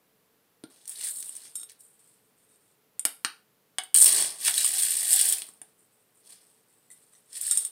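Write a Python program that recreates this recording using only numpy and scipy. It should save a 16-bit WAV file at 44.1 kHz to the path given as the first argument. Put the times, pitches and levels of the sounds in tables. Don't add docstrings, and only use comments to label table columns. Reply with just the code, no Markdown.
import sys
import numpy as np
from scipy import signal
from scipy.fft import rfft, irfft
from scipy.io import wavfile

SR = 44100
rng = np.random.default_rng(int(sys.argv[2]) if len(sys.argv) > 2 else 0)


def int16_out(signal):
    q = np.round(np.clip(np.atleast_2d(signal).T, -1, 1) * 32767)
    wavfile.write(sys.argv[1], SR, q.astype(np.int16))


N = 340011

# time in seconds, crackle in dB, crunch in dB, rustle in dB.
POURS = [
    [(0.7, -72, -70, -63), (0.72, -66, -67.5, -64), (0.866, -64, -70, -80), (0.88, -46.5, -60, -64),
     (0.925, -43, -55, -64), (0.945, -49.5, -58, -68), (1.03, -42, -47, -56.5), (1.09, -35, -46, -61),
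     (1.11, -40, -65, -63), (1.47, -55.5, -58, -67), (1.55, -66.5, -79, -74)],
    [(7.27, -72.5, -79.5, -84), (7.37, -39, -48.5, -62.5), (7.402, -50.5, -57, -65),
     (7.414, -37, -47.5, -62), (7.5, -34, -47.5, -63), (7.514, -42, -43, -67), (7.545, -36, -50, -64),
     (7.575, -34.5, -49, -59), (7.67, -44.5, -60, -63.5), (7.71, -76, -75, -73.5)],
]
# time in seconds, crackle in dB, crunch in dB, rustle in dB.
DIGS = [
    [(3.944, -36, -33.5, -59), (3.962, -23.5, -39.5, -47), (4.022, -19.5, -43, -48.5),
     (4.065, -24.5, -32, -39.5), (4.21, -27, -34.5, -39.5), (4.385, -53.5, -58, -57.5)],
    [(4.385, -48, -56, -58.5), (4.47, -24.5, -29, -46), (4.52, -35, -42, -53.5), (4.59, -29.5, -35, -49.5),
     (4.68, -31.5, -38.5, -53), (4.85, -29, -38.5, -52), (5.06, -31.5, -40.5, -55), (5.138, -20, -34, -50),
     (5.19, -28.5, -34, -54), (5.315, -29, -41.5, -49.5), (5.328, -27, -31.5, -50.5),
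     (5.355, -38, -46, -52.5), (5.6, -75.5, -85, -74)],
    [(6.2, -86, -89, -83.5), (6.26, -62, -67.5, -68), (6.32, -54, -61, -67.5), (6.394, -67, -69.5, -75),
     (6.55, -72.5, -83, -77)],
]
# one value in dB for each pour, then one in dB for each dig.
POUR_SPARKLE_DB = [-11.5, -18]
DIG_SPARKLE_DB = [-14.5, -9.5, -11]
SPILL_SPARKLE_DB = -11.5
# time of the peak in seconds, crackle in dB, crunch against crackle in dB,
# time to sink 20 dB in seconds.
SPILLS = [(1.556, -46, -14, 0.04), (1.698, -58.5, 4, 0.05), (1.798, -55.5, -20, 0.22),
          (1.995, -64, -11.5, 0.3), (2.079, -61, -13.5, 0.16), (2.245, -72, -20, .15),
          (5.625, -66, -9, 0.2), (5.782, -66.5, -18, 0.2), (5.919, -71.5, -16, 0.5), (6.155, -66, -19, .2),
          (6.452, -66.5, -9, 0.4), (6.685, -71, -12, 2.1), (6.915, -50, -19, 0.05), (6.96, -64, -11, 0.5),
          (7.125, -62.5, -12, 0.3)]
SPILL_RISE_S = 0.016
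# start of the steady stretch in seconds, its end in seconds, contact drive in dB.
SLIDES = [(1.565, 1.63, -91), (2.38, 2.453, -110), (2.487, 2.562, -107), (2.605, 2.719, -111)]
SLIDE_FADE_S = 0.035
SLIDE_CRACKLE_DB, SLIDE_CRUNCH_DB = 38, -14
POUR_RING_DB = -47
# time in seconds, crack peak in dB, knock pitch in Hz, knock drive against crack in dB.
SNAPS = [(0.8555, -38.5, 5820, 3), (0.8779, -24, 5700, -9), (0.8944, -22, 5540, -13.5),
         (0.957, -36, 5840, -1), (1.011, -28, 2814, -4.5), (1.0375, -23.5, 2640, -19),
         (1.0464, -20.5, 5990, -21.5), (1.0554, -27, 4900, -28), (1.2042, -21.5, 3810, -14),
         (1.2271, -25, 6130, 1), (1.3528, -30.5, 6130, -2), (1.3658, -27.5, 3470, -14),
         (1.514, -43, 3150, -16), (1.697, -34.5, 6030, -3), (1.7185, -36, 3850, -16),
         (1.8068, -38, 5630, -13), (3.8362, -29.5, 3090, -13.5), (3.9434, -1, 3120, -10),
         (3.9614, -0.5, 3200, -16.5), (3.9729, -1, 4113, -19.5), (3.9844, -2.5, 5400, -20.5),
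         (4.0024, -4.5, 3783, -18), (4.0133, -3.5, 5486, -27), (4.0244, 1.5, 6140, -20),
         (4.0364, -3, 5470, -19.5), (4.0434, -0.5, 4966, -16), (4.0584, -1.5, 5380, -15.5),
         (4.0664, -4, 5865, -17.5), (4.0784, -6.5, 5520, -14), (4.0914, -7.5, 4860, -10.5),
         (4.1274, -7.5, 4380, -8.5), (4.4119, -23.5, 3320, -20.5), (4.5406, -19.5, 3400, 4),
         (4.5795, -6.5, 3910, -4), (4.6527, -14, 3380, -20.5), (4.6616, -9.5, 4560, -23.5),
         (4.7895, -12, 3640, -14), (4.8253, -12, 4080, -11.5), (4.851, -14.5, 5090, -13.5),
         (4.9072, -12, 3860, -13), (4.9684, -11.5, 4250, -19), (5.13, -3.5, 4902, -9.5),
         (5.1604, -9, 4970, -12), (5.1925, -7.5, 5040, -16), (5.213, -4, 5080, -20),
         (5.2444, -16.5, 2930, -29), (5.256, -11.5, 3050, -14.5), (5.2886, -8.5, 3140, -16),
         (5.3243, -6.5, 3160, -13), (5.3842, -19, 2570, -3.5), (5.537, -44, 3390, -23.5),
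         (7.3302, -31.5, 5360, -2.5), (7.3687, -33, 5830, -8.5)]
CHANCE_PER_S, CHANCE_DB, CHANCE_SPREAD_DB, CHANCE_KNOCK_DB = 55, 9.5, 3.0, -15
# time in seconds, crack peak in dB, knock peak in dB, thud drive in dB,
# ring drive in dB, hardness in dB per octave, freedom to ring from 0 to 1.
TAPS = [(0.6383, -36.5, -35, -31, -63, -19.5, 0.7), (1.0879, -20, -44, -62, -74, 15, 0.7),
        (1.1696, -24, -42, -60, -66, 12, 0.14), (1.2933, -24, -48, -60, -77.5, 6.5, 0.7),
        (1.4544, -41, -44, -66, -57, -1.5, 0.45), (1.5551, -40, -64, -63, -50, 5.5, 0.83),
        (1.5973, -39, -59, -80.5, -55, 0.5, 0.8), (1.6142, -28, -48, -62, -54, -3, 0.8),
        (1.6322, -42, -47, -63, -50, 1.5, 0.32), (2.9947, -12.5, -32.5, -68, -61.5, -7, .7),
        (3.0522, -4.5, -12, -36.5, -39.5, -7.7, 1), (3.2479, -15, -10.5, -34.5, -38, -7.5, 0.7),
        (7.4128, -14, -46, -63, -67, 15.5, 0.8), (7.4664, -19, -44.5, -58, -55, 8.7, 1),
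        (7.5113, -3.5, -43, -50, -35.5, 2.5, 0.86), (7.5738, -8.5, -49, -63, -43, 4, 0.9),
        (7.65, -19, -50, -63, -46, 5, 0.12)]
# time in seconds, crack peak in dB, knock peak in dB, thud drive in dB,
# ring drive in dB, hardness in dB per octave, freedom to ring from 0 to 1.
KNOCKS = [(3.7847, -14, -13.5, -75, -38.5, -1.8, 0.53), (3.9488, -1.5, -20.5, -76, -36.5, 8.3, 0.7),
          (4.4814, -15, -8.5, -81, -52, 5, 0.3), (4.6458, -6, -19.5, -58, -41, 25, 0.42),
          (5.42, -23, -25.5, -68, -51, 0, 0), (5.4889, -31, -44, -53, -83.5, 3.5, 0.56),
          (5.6166, -27.5, -39, -56, -66.5, -10.5, 0)]
# time in seconds, crack peak in dB, knock peak in dB, thud drive in dB,
# ring drive in dB, hardness in dB per octave, freedom to ring from 0 to 1.
CLINKS = [(6.9032, -40, -68, -82.5, -69, -12.5, 0.8), (6.9157, -40, -61, -79, -68, -3, 0.77),
          (7.1348, -46, -52, -79.5, -74, -3, 0.5), (7.151, -56, -58.5, -82, -67, -1.5, 0.57)]
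# time of the peak in seconds, contact drive in dB.
SCRAPES = [(4.508, -74.5), (4.63, -86), (4.767, -66.5), (5.034, -71.5), (5.144, -63.5), (5.25, -66),
           (5.35, -80)]
SCRAPE_RISE_S, SCRAPE_FALL_S = 0.07, 0.046

# relative level in dB, free t60 in seconds.
POT_HZ = [1400, 3714, 5415, 6742, 7370, 8600, 8860, 9184, 10320, 10820, 11700, 12350, 13200, 14420]
POT = [(-10.5, 0.12), (-1.5, 0.085), (-12.5, 0.12), (-8.5, 0.07), (-13, 0.059), (-15, 0.18), (-17, 0.21),
       (-21.5, 0.13), (-12.5, 0.096), (-20.5, 0.07), (-16.5, 0.092), (-14.5, 0.084), (-12, .1),
       (-16.5, .08)]
# relative level in dB, free t60 in seconds.
BIN_HZ = [759, 1152, 1680, 1910, 2213, 2530, 3004, 3090, 3984, 4430, 4963]
BIN = [(-4, .16), (-7, .1), (-2, .07), (-10, .05), (-2, .13), (-10, .05), (-1, .16), (-3, .14), (-9, .08),
       (-13, .08), (-14, .08)]
# relative level in dB, free t60 in seconds.
CLINK_HZ = [1997, 3700, 4200, 5850, 6100, 8005]
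CLINK = [(-3, .09), (1, .2), (-8, .12), (-3, .25), (-8, .12), (-14, .12)]
# relative level in dB, t60 in seconds.
TABLE_HZ = [160, 238, 265, 295.4, 417, 560]
TABLE = [(-9, 0.041), (-2.5, 0.023), (-7, 0.17), (1, 0.054), (-12, 0.025), (-16.5, 0.018)]

# frequency in Hz, relative level in dB.
FINE = [(3000, -42.5), (6000, -18), (7500, 0), (9000, 3.5), (11000, 1), (12500, -12), (16000, -25.5)]
# frequency in Hz, relative level in dB.
COARSE = [(250, -45), (1000, -30.5), (1550, -2.5), (2200, -3.5), (3500, 2), (5000, 1.5), (6500, -6),
          (8000, -22.5)]
# frequency in Hz, relative level in dB.
RUSTLE = [(60, -11.5), (150, -1.5), (300, -6.5), (600, -3.5), (1100, -7.5), (1800, -23.5)]
# frequency in Hz, relative level in dB.
SPARKLE = [(7000, -33.5), (10500, -9), (12000, 6.5), (14000, 3.5), (16000, -7.5)]
# frequency in Hz, relative level in dB.
CRACK = [(3000, -36), (6000, -11.5), (7500, -5), (9000, 4), (11000, -3), (13000, -1.5), (16000, 2)]
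# frequency in Hz, relative level in dB.
RAP = [(3000, -38.5), (6000, -14), (7500, -3), (9000, 4.5), (11000, -7), (13500, -7.5), (16000, -17.5)]
# frequency in Hz, relative level in dB.
KNOCK = [(200, -41), (600, -6.5), (1200, -1.5), (2200, -4.5), (3500, -1), (5000, -8.5), (6500, -17.5),
         (8000, -34.5)]

# frequency in Hz, t60 in seconds.
ROOM_T60 = [(100, 0.14), (1000, .28), (4000, 0.26), (9000, 0.045), (16000, 0.33)]
ROOM_DB = -3
EARLY_DB, EARLY_T60_S = 2.5, 0.058
# frequency in Hz, width in Hz, gain in dB.
MIC = [(8620, 2400, 7.5), (9170, 7630, 13), (7260, 890, 2)]
MIC_LOW_CUT_HZ, COUPLING_CUT_HZ, CUTOFF_HZ = 230, 100, 16250
# frequency in Hz, relative level in dB.
HISS = [(15, -53.5), (25, -18), (85, -22), (108, -7.5), (182, -5.5), (378, -8.5), (433, -5), (510, -8.5),
        (651, -11.5), (878, -12.5), (1010, -13), (4360, -20), (6550, -23), (14800, -16.5), (16500, -35)]
HISS_DB = -69
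HUM_HZ, HUM_WIDTH_HZ, HUM_DB = 440, 10, -81.5


def grains(fine_db, coarse_db, low_db, top_db):
    hail = contacts(per_s=2000, spread_db=3.5)
    dust = rng.standard_normal((4, N))
    fine_grains = pitched(hail, 6500, 12500, cycles=20)
    coarse_grains = pitched(hail, 1500, 6500, cycles=11)
    crackle = coloured(0.62 * hail + fine_grains + 0.4 * dust[0], FINE)
    crunch = coloured(0.74 * hail + coarse_grains + 0.19 * dust[1], COARSE)
    rustle = coloured(hail + 1.7 * dust[2], RUSTLE)
    sparkle = coloured(hail + 0.24 * dust[3], SPARKLE)
    layers = zip((fine_db, coarse_db, low_db, top_db), (crackle, crunch, rustle, sparkle))
    return sum(from_db(db) * heard(layer) for db, layer in layers)


def pitched(hail, low_hz, high_hz, cycles):
    dealt = rng.integers(0, 12, N)
    tones = 0
    for k, hz in enumerate(np.geomspace(low_hz, high_hz, 12)):
        tones = tones + ring(hail * (dealt == k), hz, cycles / hz) / np.sqrt(cycles / hz)
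    return rms_one(tones)


def contacts(per_s, spread_db):
    sizes = from_db(spread_db * np.minimum(rng.exponential(1, N), 4)) * rng.choice([-1, 1], N)
    return rms_one(sizes * (rng.random(N) < per_s / SR))


def movement():
    s, db, crunch_db, fall_s = np.transpose(SPILLS)
    spills = swells(s, s, db, SPILL_RISE_S, fall_s)
    sliding = slide_db() + SLIDE_CRACKLE_DB
    light = np.max([sliding, *spills], axis=0)
    fine, coarse, low = np.transpose([in_time(move) for move in POURS + DIGS], axes=(1, 0, 2))
    top = fine + np.array(POUR_SPARKLE_DB + DIG_SPARKLE_DB)[:, None]
    crackle_db = np.max([light, *fine], axis=0)
    crunches = [*coarse, sliding + SLIDE_CRUNCH_DB, *(spills + crunch_db[:, None])]
    sparkle_db = np.max([light + SPILL_SPARKLE_DB, *top], axis=0)
    return crackle_db, np.max(crunches, axis=0), low.max(axis=0), sparkle_db


def pour_db():
    return np.max([in_time(pour)[0] for pour in POURS], axis=0)


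def slide_db():
    start, end, db = np.transpose(SLIDES)
    return swells(start, end, db, SLIDE_FADE_S, SLIDE_FADE_S).max(axis=0)


def snaps(rows):
    s, crack_db, knock_hz, knock_db = np.transpose(rows)
    out = bursts(s, crack_db, CRACK, t60=0.012)
    knocks = bursts(s, crack_db + knock_db, COARSE, t60=0.0015)
    for start, hz in zip(np.round(s * SR).astype(int), knock_hz):
        part = knocks[start:start + 600]
        out[start:start + 600] += 0.5 * part + 0.077 * ring(part, hz, 68 / hz)
    return out


def chance_snaps(fine_db):
    count = int(CHANCE_PER_S * N / SR)
    when, size, pitch = rng.random((count, 3)).T
    db = fine_db[(when * N).astype(int)] + CHANCE_DB - CHANCE_SPREAD_DB * np.log(size + 0.15)
    rows = np.transpose([when * (N - 1) / SR, db, 2800 * 2 ** pitch, np.full(count, CHANCE_KNOCK_DB)])
    return rows[db > -48]


def blows(table, modes_hz, modes):
    s, crack_db, knock_db, thud_db, ring_db, hard_db, free = np.transpose(table)
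    contact = bursts(s, crack_db, RAP, t60=0.0042) + bursts(s, knock_db, KNOCK, t60=0.0065)
    thud = struck(s, thud_db, TABLE_HZ, TABLE, hard_db=2.5, free=1, split=0.15)
    body = struck(s, ring_db, modes_hz, modes, hard_db, free, split=0.011)
    return contact + thud + body


def bursts(times, peak_db, spectrum, t60):
    out = np.zeros(N + 600)
    fade = from_db(-60 * np.arange(600) / SR / t60)
    for s, db in zip(times, peak_db):
        noise = rng.standard_normal(600) * fade
        noise[0] += 3 * np.sign(noise[0])
        burst = coloured(noise, spectrum)
        heard_peak = np.abs(microphone(burst)).max()
        out[round(s * SR):][:600] += from_db(db) * burst / heard_peak
    return out[:N]


def struck(times, drive_db, modes_hz, modes, hard_db, free, split):
    out = np.zeros(N + SR // 4)
    t = np.arange(SR // 4)[:, None] / SR
    hz, (mode_db, t60) = np.array(modes_hz), np.transpose(modes)
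    for s, db, hard, share in np.broadcast(times, drive_db, hard_db, free):
        own, apart = rng.uniform(-1.7, 1, (2, len(hz)))
        level = from_db(db + mode_db + 3 * own + hard * np.log2(hz / 3000))
        half_gap = split * (1 + apart / 2) / 2
        lower = np.sin(2 * np.pi * hz * (1 - half_gap) * t)
        upper = np.sin(2 * np.pi * hz * (1 + half_gap) * t)
        fade = from_db(-60 * t / (t60 * np.clip(share, 0.1, 1)))
        out[round(s * SR):][:len(t)] += (level * fade * (lower + 0.8 * upper)).sum(axis=1)
    return out[:N]


def rubbed(modes_hz, modes, level_db, hard_db, spread_db):
    hail = from_db(level_db) * contacts(per_s=1500, spread_db=spread_db)
    singing = 0
    for hz, (db, t60) in zip(modes_hz, modes):
        singing = singing + from_db(db + hard_db * np.log2(hz / 2000)) * ring(hail, hz, t60)
    return singing


def scrape_db():
    s, db = np.transpose(SCRAPES)
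    return swells(s, s, db, SCRAPE_RISE_S, SCRAPE_FALL_S).max(axis=0)


def room(x):
    t, tail = np.arange(SR // 2) / SR, 0
    edges = 80 * 2 ** np.arange(0, 8.1, 1)
    for low, high in zip(edges, edges[1:]):
        octave = signal.butter(2, [low, high], "band", fs=SR, output="sos")
        band = signal.sosfilt(octave, rng.standard_normal(len(t)))
        tail = tail + band * from_db(-60 * t / at_hz(ROOM_T60, np.sqrt(low * high)))
    early = from_db(EARLY_DB - 60 * t / EARLY_T60_S)
    tail = tail * np.clip(t / 0.00079, 0, 1) * (1 + early)
    return signal.oaconvolve(x, tail / np.sqrt(np.sum(tail ** 2)))[:N]


def microphone(x):
    x = signal.lfilter(*signal.butter(2, MIC_LOW_CUT_HZ, "high", fs=SR), x)
    for hz, width_hz, gain_db in MIC:
        a, w, d = from_db(gain_db / 2), 2 * np.pi * hz / SR, np.pi * width_hz / SR
        zeros = [1 + d * a, -2 * np.cos(w), 1 - d * a]
        poles = [1 + d / a, -2 * np.cos(w), 1 - d / a]
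        x = signal.lfilter(zeros, poles, x)
    return x


def background():
    hiss = coloured(rng.standard_normal(N), HISS)
    hum = ring(rng.standard_normal(N), HUM_HZ, 2.2 / HUM_WIDTH_HZ)
    return from_db(HISS_DB) * rms_one(hiss) + from_db(HUM_DB) * rms_one(hum)


def from_db(db):
    return 10 ** (np.asarray(db) / 20)


def rms_one(x):
    return x / np.sqrt(np.mean(x ** 2) + 1e-20)


def heard(x):
    return x / np.sqrt(np.mean(microphone(x) ** 2))


def at_hz(points, hz):
    points_hz, values = np.array(points).T
    return np.interp(np.log(hz + 1), np.log(points_hz), values)


def in_time(rows):
    s, *columns = np.transpose(rows)
    return [np.interp(np.arange(N) / SR, s, c, left=-120, right=-120) for c in columns]


def swells(rises_end, falls_start, db, rise_s, fall_s):
    t = np.arange(N) / SR
    rises_end, falls_start, db, fall_s = (np.reshape(v, (-1, 1)) for v in (rises_end, falls_start, db, fall_s))
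    early = (rises_end - t) / max(rise_s, 0.002)
    late = (t - falls_start) / np.maximum(fall_s, 0.01)
    return db - 20 * np.maximum(np.maximum(early, late), 0)


def coloured(x, spectrum):
    cepstrum = irfft(np.log(from_db(at_hz(spectrum, np.linspace(0, SR / 2, 2049)))))
    cepstrum[1:2048] *= 2
    cepstrum[2049:] = 0
    return signal.oaconvolve(x, irfft(np.exp(rfft(cepstrum))))[:len(x)]


def ring(clicks, hz, t60):
    r, w = from_db(-60 / (t60 * SR)), 2 * np.pi * hz / SR
    return signal.lfilter([1, 0, -1], [1, -2 * r * np.cos(w), r * r], clicks + 1e-18) / 2


def scene():
    levels = movement()
    near = grains(*levels) + snaps(np.vstack([SNAPS, chance_snaps(levels[0])]))
    near += blows(TAPS, POT_HZ, POT) + blows(KNOCKS, BIN_HZ, BIN) + blows(CLINKS, CLINK_HZ, CLINK)
    wall_db = np.maximum(slide_db(), pour_db() + POUR_RING_DB)
    near += rubbed(POT_HZ, POT, wall_db, hard_db=-0.5, spread_db=3)
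    near += rubbed(BIN_HZ[:1], BIN[:1], scrape_db(), hard_db=1.5, spread_db=-0.5)
    return (near + from_db(ROOM_DB) * room(near))[None]


def record(dry):
    rounded = 0.65 * np.tanh(microphone(dry) / 0.65)
    coupled = signal.lfilter(*signal.butter(1, COUPLING_CUT_HZ, "high", fs=SR), rounded)
    top_cut = signal.cheby2(20, 70, CUTOFF_HZ, fs=SR, output="sos")
    return signal.sosfilt(top_cut, coupled + background())


dry = scene()
out = record(dry)
int16_out(out)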